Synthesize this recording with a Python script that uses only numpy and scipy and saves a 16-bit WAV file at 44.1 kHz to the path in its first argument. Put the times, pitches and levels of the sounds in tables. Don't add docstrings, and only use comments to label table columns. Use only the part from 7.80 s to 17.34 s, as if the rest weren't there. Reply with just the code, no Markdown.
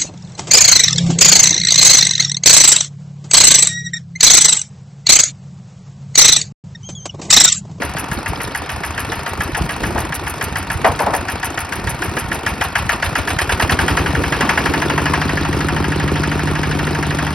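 import sys
import numpy as np
from scipy import signal
from scipy.fft import rfft, irfft, next_fast_len
from scipy.io import wavfile
from scipy.ndimage import uniform_filter1d

SR = 44100
rng = np.random.default_rng(int(sys.argv[2]) if len(sys.argv) > 2 else 0)


def attenuation_scalar(level_db):
    decades = np.asarray(level_db, float) / 20
    return 10 ** decades


def transcribe(u):
    v = np.clip(np.atleast_2d(u).T, -1, 1)
    q = np.round(v * 32767).astype(np.int16)
    wavfile.write(sys.argv[1], SR, q)


N = 420713

# time_s, firings_per_s
SPEED = [(0, 6.7), (.52, 6.94), (1.33, 7.02), (3.85, 6.82), (3.89, 6.71), (4.79, 6.8), (5.29, 7.76),
         (5.52, 8.81), (6.04, 11.01), (6.6, 11.7), (6.85, 12.35), (7.53, 12.81), (8.57, 12.64),
         (9.54, 12.58)]
FIRST_FIRING_S = 0.0185
# time_s, knock_db
LOAD = [(0, -16.5), (.3, -18), (1.0, -16), (1.7, -15), (2.4, -16.5), (3.0, -14.5), (4.5, -15), (4.85, -8.5),
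        (5.5, -12.5), (6.05, -9), (6.4, -15.5), (6.6, -8), (7.0, -12.5), (7.3, -11), (7.7, -15.5),
        (8.3, -17), (8.6, -16), (9.54, -17)]
# time_s, injector_side_db, pipe_side_db
FACING = [(0, -24.5, -17), (1.3, -25, -12.5), (2.3, -20.5, -12), (3.0, -24, -8.5), (3.8, -21.5, -19),
          (5.6, -24.5, -12.5), (6.0, -26, 0.5), (6.35, -36, -2), (6.7, -32, -4.5), (7.1, -32.5, 0),
          (7.6, -52, 2), (8.2, -62, 2.5), (9.54, -42, -0.5)]
# freq_hz, width_hz, level_db
BLOCK_MODES = [(717, 200, -8), (911, 45, -8.5), (1373, 89, -8), (1574, 175, -2), (1688, 36, -3),
               (1872, 176, -1.5), (2110, 230, -13.5), (2890, 55, -14.5), (3160, 280, -12),
               (4800, 1500, -15), (7000, 2700, -10.5), (11300, 7100, -15.5)]
# freq_hz, width_hz, level_db
CASE_MODES = [(731, 200, 0), (924, 107, -2), (1132, 365, 3.5), (1410, 236, 1), (1807, 286, 1),
              (2240, 230, -4), (2546, 530, 2), (3040, 400, -40), (4720, 210, -23), (4900, 1800, -3.5)]
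# time_s, hiss_db, thump_db
BLOWDOWN = [
    (0, -27.5, -29.5),
    (4.5, -21, -24),
    (4.9, -15, -20),
    (5.45, -12, -16.5),
    (5.85, -5, -12),
    (6.38, -29, -17.5),
    (6.47, -22, -36),
    (7.5, -73, -75),
    (9.54, -103, -42),
]
# cycle_share, pitch_hz, rise_s, t60_s, level_db
THUMP_RINGS = [
    (0.341, 80, 0.0072, 0.062, 15.5),
]
# cycle_share, pitch_hz, rise_s, t60_s, level_db
POP_RINGS = [
    (.525, 345, .001, .029, 8),
    (.586, 132, .002, .074, 5),
]
# cycle_share, pitch_hz, rise_s, t60_s, level_db
PIPE_RINGS = [
    (.709, 101, .001, .051, 9),
    (.778, 150.6, .007, .4, 5),
    (.774, 286, .002, .34, -3),
    (1.154, 286, .004, .34, 1),
    (1.283, 192, .001, .33, -3),
    (1.343, 248, .004, .048, 10),
    (1.346, 81.5, .002, .17, 6),
]
# cycle_share, level_db, t60_s
TICKS = [
    (.095, -5, 0.038),
    (.19, -4, 0.048),
    (0.252, -16.5, 0.059),
]
# freq_hz, width_hz, level_db
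INJECTOR_MODES = [(6060, 330, -10), (7140, 3100, -6), (9500, 1600, -3), (10280, 770, 0), (11500, 320, -1.5),
                  (14100, 3000, 4)]
# cycle_share, level_db, t60_s
VALVES = [
    (0.498, -31.5, 0.031),
    (0.638, -29.5, 0.0091),
    (0.789, -33.5, 0.027),
]
# freq_hz, width_hz, level_db
SEAT_MODES = [(810, 680, 13), (1390, 3300, 5.5), (4030, 2500, -6), (7400, 3300, 2), (9660, 9900, 4),
              (14500, 3000, -2)]
# freq_hz, width_hz, level_db
JET_MODES = [(770, 670, -5.5), (2040, 2000, -4), (4230, 10000, -21), (8600, 2700, -12), (11300, 1100, -18),
             (14500, 2500, -22)]
# freq_hz, density_db
AIR_SPECTRUM = [(1500, 19), (3000, 41), (5500, 38), (7500, -12), (10000, -31), (13000, -15), (15500, -36)]
# time_s, effort_db
GROUND = [(0.0, -28), (0.45, -36.5), (0.98, -37.5), (1.22, -27), (1.43, -39), (2.02, -28.5), (2.39, -36),
          (3.32, -33.5), (3.74, -38), (4.22, -28.5), (4.43, -32.5), (4.7, -34.5), (5.58, -32.5),
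          (5.92, -26), (7.31, -24.5), (8.72, -27.5), (9.03, -24.5), (9.54, -25.5)]
# freq_hz, density_db
RUMBLE_SPECTRUM = [(20, -32), (40, -2.5), (70, 1), (110, -0.5), (170, -5), (260, -14), (500, -37)]
# freq_hz, density_db
CRUNCH_SPECTRUM = [(120, -37), (250, 2), (400, 1), (650, -10), (1000, -23), (2000, -29)]
# start_s, peak_db, pitch_hz
THUDS = [(0.15, -12, 147), (0.641, -15.5, 116), (1.81, -7.5, 67), (2.009, -18.5, 211), (2.152, -8, 64.5),
         (2.178, -8.5, 70), (2.302, -13, 156), (3.086, -19, 94.5), (3.269, -16.5, 210), (3.323, -20, 85.6),
         (4.808, -13, 82.4), (6.334, -11, 154), (6.521, -13, 139), (6.631, -6.5, 245), (6.673, -10, 221),
         (6.65, -9, 270)]
# start_s, peak_db
CLANKS = [(0.149, -32), (0.19, -39), (1.771, -29), (2.156, -27), (3.044, -20), (3.198, -17), (3.223, -23),
          (3.265, -16), (3.301, -30), (3.332, -20.5), (6.629, -25), (6.68, -32)]
# freq_hz, width_hz, level_db
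PLATE_MODES = [(400, 125, -1.5), (750, 370, 9), (970, 490, -8), (1070, 220, -34)]
# freq_hz, lead_half_turns
PORT_LEAD = [(0, 0), (1900, 0), (3200, .28), (5000, .2), (7250, 1), (13600, 3), (16800, 4)]
# freq_hz, tilt_db
PORT_TILT = [(60, 0), (300, -.7), (700, 2), (1300, 2.5), (2400, -1), (4400, 0), (15000, 0)]
# freq_hz, correlation
PORT_LIKENESS = [(40, .93), (200, .95), (600, .86), (1400, .93), (3200, .8), (5500, .9), (7250, .995),
                 (15000, .99)]
# freq_hz, gain_db
MICROPHONE = [(18, -28), (30, -16), (45, 1.5), (3000, 1.5), (6000, 1), (9000, 1), (12000, -2), (15000, -12)]

USUAL_EFFORT_DB = -33
GEAR_DB, GEAR_SHARE = -26, 0.15


def combustion():
    s, knock_db = moments(0, jitter_s=0.0005), per_cycle(LOAD, 1, spread_db=0.6)
    blow = bursts(s, knock_db + 1.0, BLOCK_MODES, t60_s=0.033, scatter_db=1.9, rise_s=0.0013)
    rattle = bursts(s + 0.002, knock_db - 17.0, CASE_MODES, t60_s=0.29, scatter_db=0.5)
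    resonant_per_s, span_per_s = 12.6, 0.29
    top_per_s = np.maximum.accumulate(curve(SPEED, 1, s))
    detuning = np.minimum(np.abs(top_per_s - resonant_per_s) / span_per_s, 3)
    settled = np.clip(s - 7.5, 0, 1)
    cover_db = knock_db - 8.5 * detuning - 30 * settled
    cover_modes = [(983, 260, 0.0077)]  # freq_hz, width_hz, level_db
    buzz = bursts(s, cover_db, cover_modes, t60_s=0.051, scatter_db=1.0)
    return blow + rattle + buzz


def pipes():
    side_db = curve(FACING, 2, moments(0))
    thump_db = per_cycle(BLOWDOWN, 2, spread_db=1.0)
    pop_db = -18.5 + 1.93 * side_db
    ring_db = -24 + side_db
    out = np.zeros(N)
    for drive_db, rings in ((thump_db, THUMP_RINGS), (pop_db, POP_RINGS), (ring_db, PIPE_RINGS)):
        for share, hz, rise_s, t60_s, db in rings:
            pulses = train(moments(share), attenuation_scalar(drive_db + db))
            out += signal.oaconvolve(pulses, ring(hz, rise_s, t60_s))[:N]
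    return out


def valve_gear():
    out = np.zeros(N)
    tick_db = per_cycle(FACING, 1, spread_db=1.8)
    for share, db, t60_s in TICKS:
        out += bursts(moments(share, jitter_s=0.0027), tick_db + db, INJECTOR_MODES, t60_s, scatter_db=1.8)
    for share, db, t60_s in VALVES:
        s = moments(share, jitter_s=0.00047)
        landing_db = db + 0.4 * (worked(GEAR_DB, GEAR_SHARE, s) + 28)
        out += bursts(s, landing_db, SEAT_MODES, t60_s, scatter_db=2.5, rise_s=0.002)
    s = moments(0.255, jitter_s=0.001)
    jet = bursts(s, curve(BLOWDOWN, 1, s), JET_MODES, t60_s=0.07, scatter_db=1.5, rise_s=0.003)
    return out + jet


def gears():
    size_db = 2.6 * np.minimum(rng.exponential(1, N), 3.5)
    struck = rng.random(N) < 4500 / SR
    clicks = attenuation_scalar(size_db) * struck * rng.standard_normal(N)
    case = np.zeros(N)
    for hz, width_hz, db in CASE_MODES:
        panel_clicks = np.roll(clicks, rng.integers(N))
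        panel = resonate(resonate(panel_clicks, hz, 1.03 * width_hz), hz, 1.03 * width_hz)
        case += attenuation_scalar(db) * panel
    gear_db = worked(GEAR_DB, GEAR_SHARE)
    fan_db = 18 * np.log10(0.19 * curve(SPEED, 1))
    air = lumpy(AIR_SPECTRUM, patchy_db=5.0, gusty_db=4.5, size=256)
    return attenuation_scalar(gear_db - 6.5) * evened(case) + attenuation_scalar(0.41 * gear_db + fan_db - 34.5) * air


def wheels():
    t = np.arange(N) / SR
    late_drop_db = 3.5 * np.clip(t - 6.6, 0, 1)
    rumble_db = np.minimum(worked(-29.5, 1), -27) - late_drop_db
    out = attenuation_scalar(rumble_db) * lumpy(RUMBLE_SPECTRUM, patchy_db=0.5, gusty_db=5.5, size=1024)
    fit_strength = np.clip(6.2 - t, 0.2, 1)
    fits = uniform_filter1d(rng.standard_normal(N), size=2500)
    fits = evened(uniform_filter1d(fits, size=2500))
    swing_db = 4 * fit_strength * np.clip(fits, -2.5, 1)
    crunch_db = worked(-31, 1.04) - late_drop_db + swing_db - 2.5
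    out += attenuation_scalar(crunch_db) * lumpy(CRUNCH_SPECTRUM, patchy_db=3, gusty_db=2.5, size=512)
    for s, db, hz in THUDS:
        body = ring(hz, rise_s=0.0051, t60_s=0.059)
        contact = 1.05 * ring(4.26 * hz, rise_s=0.00081, t60_s=0.012)
        add(out, s, attenuation_scalar(db + 4.5) * (body + contact))
    s, db = np.transpose(CLANKS)
    return out + bursts(s, db - 9.5, PLATE_MODES, t60_s=0.23, scatter_db=6.5)


def moments(share, jitter_s=0.0):
    t = np.arange(N) / SR
    turns = np.cumsum(curve(SPEED, 1)) / SR
    turns = turns - np.interp(FIRST_FIRING_S, t, turns)
    s = np.interp(np.arange(int(turns[-1]) + 1), turns, t)
    return s + share / curve(SPEED, 1, s) + jitter_s * rng.standard_normal(len(s))


def per_cycle(rows, column, spread_db):
    s = moments(0)
    return curve(rows, column, s) + spread_db * rng.standard_normal(len(s))


def worked(level_db, share, t=None):
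    return level_db + share * (curve(GROUND, 1, t) - USUAL_EFFORT_DB)


def bursts(s, db, modes, t60_s, scatter_db, rise_s=0.0012):
    t = np.arange(int(0.14 * SR)) / SR
    shape = attenuation_scalar(-60 * t / t60_s) * (1 - np.exp(-t / rise_s))
    blows, out = 0, np.zeros(N)
    for hz, width_hz, mode_db in modes:
        noise = shape * rng.standard_normal((len(s), len(t)))
        mode = resonate(resonate(noise, hz, width_hz), hz, 3 * width_hz)
        mode *= np.linalg.norm(shape) / np.linalg.norm(mode, axis=1, keepdims=True)
        blow_db = db + mode_db + scatter_db * rng.standard_normal(len(s))
        blows = blows + mode * attenuation_scalar(blow_db)[:, None]
    for at_s, blow in zip(s, blows):
        add(out, at_s, blow)
    return out


def resonate(x, hz, width_hz):
    r = np.exp(-np.pi * width_hz / SR)
    pole = r * np.exp(2j * np.pi * hz / SR)
    return np.sqrt(2 * (1 - r ** 2)) * signal.lfilter([1], [1, -pole], x + 1e-18).real


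def ring(hz, rise_s, t60_s):
    t = np.arange(int(0.4 * SR)) / SR
    return attenuation_scalar(-60 * t / t60_s) * (1 - np.exp(-t / rise_s)) ** 2 * np.sin(2 * np.pi * hz * t)


def train(s, gain):
    at = np.round(s * SR).astype(int)
    inside = (at >= 0) & (at < N)
    return np.bincount(at[inside], gain[inside], N)


def lumpy(spectrum, patchy_db, gusty_db, size):
    frames, hz = 4 * N // size + 5, np.fft.rfftfreq(size, 1 / SR)
    a, b, patches = rng.standard_normal((frames, len(hz), 3)).T
    patches = uniform_filter1d(patches, size=5, axis=0)
    patches = evened(uniform_filter1d(patches, size=5, axis=1))
    gusts = evened(uniform_filter1d(rng.standard_normal(frames), size=3))
    level_db = read(spectrum, hz)[:, None] + patchy_db * patches + gusty_db * gusts
    z = (a + 1j * b) * attenuation_scalar(level_db)
    return evened(signal.istft(z, nperseg=size, noverlap=3 * size // 4)[1][:N])


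def evened(x):
    return x / np.sqrt(np.mean(x ** 2) + 1e-20)


def read(points, hz):
    f, value = np.transpose(points)
    return np.interp(np.log(hz + 1), np.log(f + 1), value)


def curve(rows, column, t=None):
    rows = np.array(rows)
    return np.interp(np.arange(N) / SR if t is None else t, rows[:, 0], rows[:, column])


def add(mix, s, sound):
    part = mix[max(round(s * SR), 0):][:len(sound)]
    part += sound[:len(part)]


def scene():
    machine = combustion() + pipes() + valve_gear() + gears() + wheels()
    hz, _, direct = signal.stft(machine, SR, nperseg=512, noverlap=384)
    drift = uniform_filter1d(rng.standard_normal((*direct.shape, 2)), size=6, axis=1)
    scattered = direct * (drift[..., 0] + 1j * drift[..., 1]) * np.sqrt(3)
    angle = np.arccos(read(PORT_LIKENESS, hz))[:, None] / 2
    lead_half_turns = np.interp(hz, *np.transpose(PORT_LEAD))
    port = (attenuation_scalar(read(PORT_TILT, hz) / 2) * np.exp(0.5j * np.pi * lead_half_turns))[:, None]
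    left = (np.cos(angle) * direct + 1.55 * np.sin(angle) * scattered) * port
    right = (np.cos(angle) * direct - 1.9 * np.sin(angle) * scattered) / port
    return signal.istft(np.array([left, right]), SR, nperseg=512, noverlap=384)[1][:, :N]


def joint_stereo(x, under_db, faint_db, sudden_db):
    mid_side = np.array([x[0] + x[1], x[0] - x[1]]) / 2
    hz, _, z = signal.stft(mid_side, SR, nperseg=1024, noverlap=768)
    power = uniform_filter1d(abs(z) ** 2, size=4, axis=2)
    power_db = 10 * np.log10(uniform_filter1d(power, size=16, axis=1) + 1e-20)
    treble_db = 10 * np.log10((abs(z[:, hz > 8000]) ** 2).sum((0, 1)) + 1e-20)
    sudden = treble_db - np.roll(treble_db, 3) > sudden_db
    steady = uniform_filter1d(1.0 * sudden, size=4) < 0.1
    masked = power_db < power_db[::-1] - under_db
    faint = power_db < np.median(power_db, axis=2, keepdims=True) + faint_db
    weak = masked | faint & (hz > 14300)[:, None]
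    muted = weak & steady & (hz > 4500)[:, None]
    mid, side = signal.istft(z * ~muted, SR, nperseg=1024, noverlap=768)[1][:, :N]
    return np.array([mid + side, mid - side])


def roll_off(x):
    return signal.sosfilt(signal.butter(12, 17090, fs=SR, output="sos"), x)


def record(dry):
    size = next_fast_len(N)
    hz = np.fft.rfftfreq(size, 1 / SR)
    coloured = irfft(rfft(dry, size) * attenuation_scalar(read(MICROPHONE, hz)), size)[:, :N]
    heard = 1.2 * np.tanh(coloured / 1.2)
    joined = joint_stereo(heard, under_db=4.5, faint_db=-0.5, sudden_db=9.5)
    mix = irfft(rfft(joined, size) * (hz < 15950), size)[:, :N]
    return roll_off(mix)


dry = scene()
out = record(dry)
transcribe(out)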